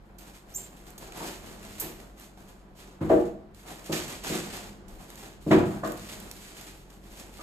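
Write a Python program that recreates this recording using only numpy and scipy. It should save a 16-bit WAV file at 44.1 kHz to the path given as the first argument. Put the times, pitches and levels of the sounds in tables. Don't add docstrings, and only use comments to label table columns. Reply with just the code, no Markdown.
import sys
import numpy as np
from scipy import signal
from scipy.fft import rfft, irfft, next_fast_len
from scipy.io import wavfile
from scipy.ndimage import uniform_filter1d

SR = 44100
rng = np.random.default_rng(int(sys.argv[2]) if len(sys.argv) > 2 else 0)


def transcribe(signal):
    frames = np.atleast_2d(signal).T
    limited = np.clip(frames, -1, 1)
    pcm = np.round(limited * 32767).astype(np.int16)
    wavfile.write(sys.argv[1], SR, pcm)


def makeup_ratio(level_db):
    decades = np.asarray(level_db, float) / 20
    return 10 ** decades


N = 327222

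# f/Hz, level/dB
RUMBLE_COLOUR = [(15, -32), (25, 13.5), (56, -6), (97, -1), (157, -20), (201, 2.5), (271, -15.5), (334, -5),
                 (579, -17.5), (728, -23.5), (1260, -29.5), (4350, -35.5), (6000, -38.5), (7800, -77),
                 (13200, -120)]
# f/Hz, rms level before wavering/dB
HUM_TONES = [(47.3, -55), (94.6, -84), (142, -64), (189, -62.5)]
# f/Hz, time/s
ROOM_DECAY = [(100, 1), (300, 0.47), (1000, 0.52), (3000, 0.33), (8000, 0.3), (14000, 0.34)]
# f/Hz, likeness
LEFT_RIGHT_LIKENESS = [(60, 0.62), (110, 1), (180, 0.97), (300, 0.84), (600, 0.47), (1200, -0.034),
                       (2400, 0.008), (4800, -0.33), (7000, 1), (14000, 0.97)]
# f/Hz, left over right/dB
CHANNEL_BALANCE = [(60, 0.5), (180, 0.5), (540, 0.0), (1620, 0), (4840, -2.5), (14500, -2)]
# f/Hz, lead of the left/rad
CHANNEL_PHASE = [(300, 0.18), (690, -0.07), (1380, -2), (3360, -1.5), (6290, -5.5), (15000, -6)]
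# t/s, thud level/dB, lowest f/Hz, highest f/Hz, crack level/dB
BLOCK_BLOWS = [(1.204, -38.5, 150, 500, -29.5), (1.825, -38.5, 130, 700, -49), (3.008, -24, 81, 322, -30),
               (3.097, -15.5, 316, 780, -29.5), (3.112, -15.5, 310, 560, -46),
               (3.386, -60.5, 500, 900, -61), (3.892, -27.5, 141, 430, -25.5),
               (4.244, -43.5, 150, 400, -42), (4.298, -25, 166, 388, -54), (5.463, -22, 144, 368, -43),
               (5.508, -11, 150, 420, -19.5), (5.511, -27, 600, 1080, -22.5),
               (5.832, -28.5, 194, 700, -28.5), (5.834, -25, 1070, 1780, -45),
               (6.118, -46.5, 536, 700, -63), (6.158, -50, 550, 720, -60), (7.388, -46, 203, 520, -35)]
# f/Hz, level against the blow/dB, 60 dB decay/s
ROOM_TONES = [(46, 1, 0.23), (62.7, -6, 0.28), (84, -38, 0.56), (98.6, -1.5, 0.11), (152, -3.5, 0.064),
              (170, -15, 0.18), (206.7, -1.5, 0.089), (240.7, -14.5, 0.23), (281, -6, 0.056),
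              (315.2, 0, 0.072), (351.5, -5, 0.1), (379.7, -6, 0.074), (431.5, -8, 0.046),
              (474.4, -3, 0.057), (544, -4.5, 0.043), (600, -2, 0.026), (646, -4, 0.057),
              (700, -2.5, 0.033), (777, -8, 0.052), (842, -9.5, 0.046), (990, -8, 0.029), (1112, 0, 0.014),
              (1230, -6, 0.024), (1487, -11, 0.027), (1640, -19, 0.036)]
# t/s, starting f/Hz, level/dB
SQUEAK_STEPS = [(.539, 5800, -50), (.5475, 6500, -37), (0.557, 7040, -32.5), (0.567, 8100, -33.5)]
# t/s, rough peak level/dB, left over right/dB, 60 dB decay/s, tilt/(dB per octave)
FOAM_SCUFFS = [(0.1835, -42.5, -10, 0.079, 8), (0.978, -33, -1, 0.059, 6.5), (1.2687, -33, 1, 0.056, 4.5),
               (1.7972, -18.5, -3.5, 0.15, 15.5), (3.9245, -28.5, -9, 0.4, 0.5),
               (4.2445, -33, 5, 0.051, -7), (4.881, -47.5, -16, 0.068, 5.5),
               (5.5113, -14.5, -0.5, 0.23, -8)]
# t/s, rough peak level/dB, left over right/dB, tilt/(dB per octave)
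FILM_SNAPS = [(0.5033, -45, -2.5, 1.5), (0.7696, -51, 2, 4), (0.8675, -48, -7, 5), (0.9043, -34.5, -9, 18),
              (1.1216, -30, -1, 0.5), (1.1745, -33, -3.0, 11), (2.001, -37, -8, -1), (2.198, -39, -7, 8),
              (2.374, -47, -1, -1), (2.7681, -55, -13, 0), (3.5468, -47, -14, 4), (3.8606, -34.5, -3, 5),
              (3.927, -26, 8, -1), (3.931, -25, -8, -2), (4.0811, -40, -18, 5), (4.2463, -28, 1, -2),
              (5.1023, -33, 0, 4), (5.1562, -35.5, -3.0, 6), (5.875, -30, -2, 4), (5.9197, -27, 1, 7),
              (5.9753, -38, -9, 6), (6.201, -32, -4, 10), (6.313, -27, -3, 4), (6.6113, -33.5, -3.0, 7),
              (6.9033, -42, 2, 2), (7.1988, -34, -1, 2)]
# f/Hz, level/dB
FILM_COLOUR = [(1500, 1), (2500, 1.5), (3400, 0), (4400, -1.5), (5700, -5), (7200, -2.5), (8400, -7.5),
               (8900, -10.5), (11000, -12), (13700, -9.5), (16000, -20.5)]
# f/Hz, level/dB
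FOAM_COLOUR = [(88, -16), (150, -4.5), (377, -1.5), (415, -6), (635, -6.5), (708, -4), (1100, -10),
               (1550, -13.5), (4000, -31), (5200, -40), (8800, -120)]
# start t/s, rise/s, hold/s, film level/dB, foam above film before its common offset/dB
RUB_STROKES = [(0.175, 0.016, 0.037, -55.5, -6), (0.247, 0.026, 0.015, -56, 1),
               (0.32, .02, 0.025, -57.5, -18), (0.438, 0.065, .02, -58, -13),
               (0.566, 0.016, 0.032, -51, -6), (0.697, 0.026, 0.13, -62.5, 2),
               (0.834, 0.041, 0.016, -53.5, 0), (0.98, .03, 0.033, -48.5, -5.5),
               (1.093, 0.078, 0.11, -43, -3), (1.334, 0.026, .03, -52.5, -5),
               (1.406, 0.026, 0.12, -51.5, -1.5), (1.574, 0.065, 0.26, -48.5, -10),
               (1.792, 0.022, 0.026, -44.5, -2), (1.987, 0.0081, 0.047, -57.5, 3),
               (2.13, .06, 0.054, -55, -6), (2.36, .02, 0.041, -58.5, 0.5), (2.442, 0.04, 0.017, -58.5, 1),
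               (2.73, 0.074, 0.013, -51.5, -24), (3, 0.017, 0.038, -57.5, 14.5),
               (3.082, 0.014, 0.034, -50, 13.5), (3.17, 0.025, 0.025, -57, -4),
               (3.526, 0.032, 0.14, -59.5, -28), (3.641, 0.046, 0.045, -49, -6),
               (3.763, 0.022, 0.077, -55.5, -21), (3.847, .015, 0.077, -49, -20),
               (3.91, 0.015, 0.018, -37, -22), (3.938, 0.019, 0.015, -35, -19),
               (4.066, 0.017, 0.052, -41, -6.5), (4.224, 0.015, 0.045, -38, -8.5),
               (4.296, 0.042, 0.033, -36, -12.5), (4.408, 0.033, 0.025, -42.5, -11),
               (4.5, .04, 0.044, -41, -8.5), (4.63, 0.032, 0.017, -54.5, -2),
               (4.883, 0.013, 0.079, -59.5, 0.5), (4.945, 0.06, 0.041, -56, 2),
               (5.06, .03, 0.16, -52.5, -5), (5.186, 0.043, .01, -51, -1), (5.397, .02, 0.055, -57.5, -18),
               (5.45, 0.034, .01, -47.5, -5), (5.502, 0.0089, 0.015, -41.5, 15.5),
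               (5.544, 0.018, 0.013, -52.5, 15.5), (5.64, .02, 0.11, -53.5, 4),
               (5.821, .03, 0.057, -47, 1.5), (5.947, 0.026, 0.095, -46.5, -24),
               (6.04, 0.056, 0.034, -49, -16), (6.148, 0.027, 0.23, -53.5, -12),
               (6.376, 0.051, 0.062, -49.5, -24), (6.526, 0.049, 0.088, -51, -10),
               (6.671, 0.083, 0.038, -57, -11), (6.876, 0.027, 0.036, -60, -3),
               (6.976, 0.057, 0.062, -61.5, -14), (7.073, 0.055, 0.046, -54, -4),
               (7.176, 0.018, .01, -51, -15), (7.245, 0.025, 0.033, -59, -10),
               (7.274, 0.075, 0.079, -50.5, -25)]


def rms_one(x):
    return x / np.sqrt(np.mean(x ** 2) + 1e-20)


def at_hz(points, hz):
    points = np.array(points)
    return np.interp(np.log(np.maximum(hz, 1)), np.log(np.maximum(points[:, 0], 1)), points[:, 1])


def colour(x, gain_at):
    size = next_fast_len(x.shape[-1])
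    hz = np.arange(size // 2 + 1) * SR / size
    return irfft(rfft(x, size) * gain_at(hz), size)[..., :x.shape[-1]]


def butter(x, order, hz, kind="low"):
    return signal.sosfilt(signal.butter(order, hz, kind, fs=SR, output="sos"), x)


def stereo_noise(length):
    def alike(hz):
        return np.clip(at_hz(LEFT_RIGHT_LIKENESS, hz), -1, 1)

    mid, side = rng.standard_normal((2, length))
    mid = colour(mid, lambda hz: np.sqrt(1 + alike(hz)))
    side = colour(side, lambda hz: np.sqrt(1 - alike(hz)))
    return np.array([mid + side, mid - side]) / np.sqrt(2)


def drift(rate_hz):
    r = np.exp(-80 * np.pi * rate_hz / SR)
    white = rng.standard_normal(N // 40 + 2002)
    slow = signal.lfilter([1], [1, -2 * r, r * r], white)[2000:]
    return np.interp(np.arange(N) / 40, np.arange(len(slow)), rms_one(slow))


def room(x, gap_s=0.0036):
    t, white, echo = np.arange(SR) / SR, stereo_noise(SR), 0
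    for hz in 31.25 * 2. ** np.arange(10):
        def octave_gain(f):
            octaves_away = np.clip(np.log2(np.maximum(f, 1) / hz), -1, 1)
            return np.cos(np.pi / 2 * octaves_away) ** 2

        t60 = at_hz(ROOM_DECAY, hz)
        echo = echo + colour(white, octave_gain) * makeup_ratio(-60 * t / t60) / np.sqrt(t60)
    echo = echo * np.clip(t / gap_s - 1, 0, 1)
    echo = echo / np.sqrt(np.sum(echo ** 2) / 2)
    return signal.fftconvolve(np.atleast_2d(x), echo, axes=1)[:, :N]


def background():
    rumble = rms_one(colour(stereo_noise(N), lambda hz: makeup_ratio(at_hz(RUMBLE_COLOUR, hz))))
    rumble = rumble * makeup_ratio(-53.5 + 3.66 * drift(0.7))
    cycles = np.cumsum(1 + 0.021 * drift(4.56)) / SR
    hum = 0
    for hz, db in HUM_TONES:
        level = makeup_ratio(db + 2.0 * drift(6.2)) * np.sqrt(2)
        hum = hum + level * np.sin(2 * np.pi * hz * cycles)
    return rumble + hum


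def ring(clicks, hz, t60):
    r, w = makeup_ratio(-60 / (t60 * SR)), 2 * np.pi * hz / SR
    return signal.lfilter([0, np.sin(w)], [1, -2 * r * np.cos(w), r * r], clicks + 1e-18)


def thuds(skirt_db=16):
    t, blow_db, lowest_hz, highest_hz, _ = np.transpose(BLOCK_BLOWS)
    out = 0
    for hz, tone_db, t60 in ROOM_TONES:
        octaves_below = np.maximum(np.log2(lowest_hz / hz), 0)
        octaves_above = np.maximum(np.log2(hz / highest_hz), 0)
        db = blow_db + tone_db - skirt_db * (octaves_below + octaves_above)
        clicks = np.zeros(N)
        clicks[np.round(t * SR).astype(int)] = makeup_ratio(db) * rng.choice([-1, 1], len(t))
        peak = SR * t60 / (2 * np.e * np.log(1000))
        out = out + ring(ring(clicks, hz, t60), hz, t60) / peak
    return out


def cracks(crack_s=0.0046, reach=1.91, above_thud=2.6):
    length = 2000
    out, t = np.zeros(N + length), np.arange(length) / SR
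    swell = t / crack_s * np.exp(1 - t / crack_s)
    for s, _, _, high_hz, db in BLOCK_BLOWS:
        top_hz = above_thud * high_hz
        crack = butter(rng.standard_normal(length), 3, [top_hz / reach, top_hz], "band")
        at = round(s * SR)
        out[at:at + length] += makeup_ratio(db) * rms_one(crack) * swell
    return out[:N]


def squeak(rough=.8, overtone_db=-2):
    end_s, climb_hz_per_s, blend_s = .575, 32000, 0.0062
    t = np.arange(N) / SR
    starts = np.transpose(SQUEAK_STEPS)[0]
    step = np.maximum(np.searchsorted(starts, t) - 1, 0)
    s, hz, db = np.array(SQUEAK_STEPS)[step].T
    on = (t > starts[0]) & (t < end_s)
    hz = hz + on * climb_hz_per_s * (t - s)
    level = uniform_filter1d(on * makeup_ratio(db), round(blend_s * SR) + 1)
    pitch_flutter, level_flutter = butter(rng.standard_normal((2, N)), 2, 500)
    phase = 2 * np.pi * np.cumsum(hz * (1 + 0.024 * rms_one(pitch_flutter))) / SR
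    whistle = np.sin(phase) + makeup_ratio(overtone_db) * np.sin(2 * phase)
    return level * (1 + rough * rms_one(level_flutter)) * whistle


def bursts(events, crest_db, attack_s):
    length = 9000
    out, t = np.zeros((2, N + length)), np.arange(length) / SR
    for s, db, pan_db, t60, tilt_db in events:
        def gain(hz):
            octaves = np.log2(np.maximum(hz, 1000) / 7000)
            return makeup_ratio(at_hz(FILM_COLOUR, hz) + tilt_db * octaves)

        burst = rms_one(colour(rng.standard_normal(length), gain))
        sides_db = pan_db / 2 * np.array([[1], [-1]])
        level = makeup_ratio(db - crest_db - 60 * t / t60 + sides_db)
        at = round(s * SR)
        out[:, at:at + length] += level * burst * np.minimum(t / attack_s, 1)
    return out[:, :N]


def scuffs():
    return bursts(FOAM_SCUFFS, crest_db=6, attack_s=0.0021)


def snaps():
    events = [(s, db, pan_db, 0.016, tilt_db) for s, db, pan_db, tilt_db in FILM_SNAPS]
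    return bursts(events, crest_db=5, attack_s=0.00025)


def crackle(per_s, spread_db, hiss, flurries_per_s, flurry_s):
    starts = (rng.random(N) < flurries_per_s / SR) * rng.exponential(1, N)
    flurry = .8 + signal.lfilter([1], [1, -np.exp(-1 / (flurry_s * SR))], starts)
    sizes = makeup_ratio(spread_db * np.minimum(rng.exponential(1, N), 5)) * rng.choice([-1, 1], N)
    born = rng.random(N) < per_s * flurry / SR
    return rms_one(np.sqrt(flurry) * hiss * stereo_noise(N) + rms_one(sizes * born))


def strokes(levels_db, t60, resting_db):
    t, power = np.arange(N) / SR, makeup_ratio(2 * resting_db)
    for (s, rise_s, hold_s, *_), db in zip(RUB_STROKES, levels_db):
        swell = np.clip((t - s) / max(rise_s, .002), 0, 1) ** 2
        since_stop = np.maximum(t - s - rise_s - hold_s, 0)
        power = power + swell ** 2 * makeup_ratio(2 * (db - 60 * since_stop / t60))
    return np.sqrt(power)


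def rustle():
    film_db, foam_db = np.transpose(RUB_STROKES)[3:]
    film = crackle(1200, spread_db=3.0, hiss=1.0, flurries_per_s=25, flurry_s=.03)
    film = colour(film, lambda hz: makeup_ratio(at_hz(FILM_COLOUR, hz)))
    low = rms_one(butter(film, 4, 9500))
    sheen = rms_one(butter(film, 4, 9500, "high"))
    foam = crackle(1500, spread_db=5.5, hiss=1.9, flurries_per_s=17, flurry_s=.04)
    foam = rms_one(colour(foam, lambda hz: makeup_ratio(at_hz(FOAM_COLOUR, hz))))
    usual_db = -44
    sheen_db = usual_db - 10 + .8 * (film_db - usual_db) + 0.033 * foam_db
    return (strokes(film_db, t60=0.53, resting_db=-79) * low
            + strokes(sheen_db, t60=0.34, resting_db=-84) * sheen
            + strokes(film_db + foam_db + 4.5, t60=0.49, resting_db=-57) * foam)


def scene():
    near = rustle() + snaps() + scuffs()
    whistle, thud, crack = squeak(), thuds(), cracks()
    whistle_sides = makeup_ratio([[-1.5], [1.5]])
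    direct = near + whistle * whistle_sides + makeup_ratio(-5.5) * thud + makeup_ratio(-11.5) * crack
    wet = makeup_ratio(-7) * near.mean(axis=0) + makeup_ratio(-1.5) * whistle + makeup_ratio(-3) * thud + makeup_ratio(-6.0) * crack
    return direct + room(wet) + background()


def top_cut(x):
    return signal.sosfilt(signal.butter(12, 15110, fs=SR, output="sos"), x)


def record(dry):
    def half_difference(hz):
        level = at_hz(CHANNEL_BALANCE, hz) * np.log(10) / 20
        halves = np.array([[.5], [-.5]])
        return np.exp((level + 1j * at_hz(CHANNEL_PHASE, hz)) * halves)

    channels = butter(colour(dry, half_difference), 3, 34, "high")
    steep_cut = signal.ellip(10, .5, 60, 14260, fs=SR, output="sos")
    mix = signal.sosfilt(steep_cut, channels)
    return top_cut(mix)


dry = scene()
out = record(dry)
transcribe(out)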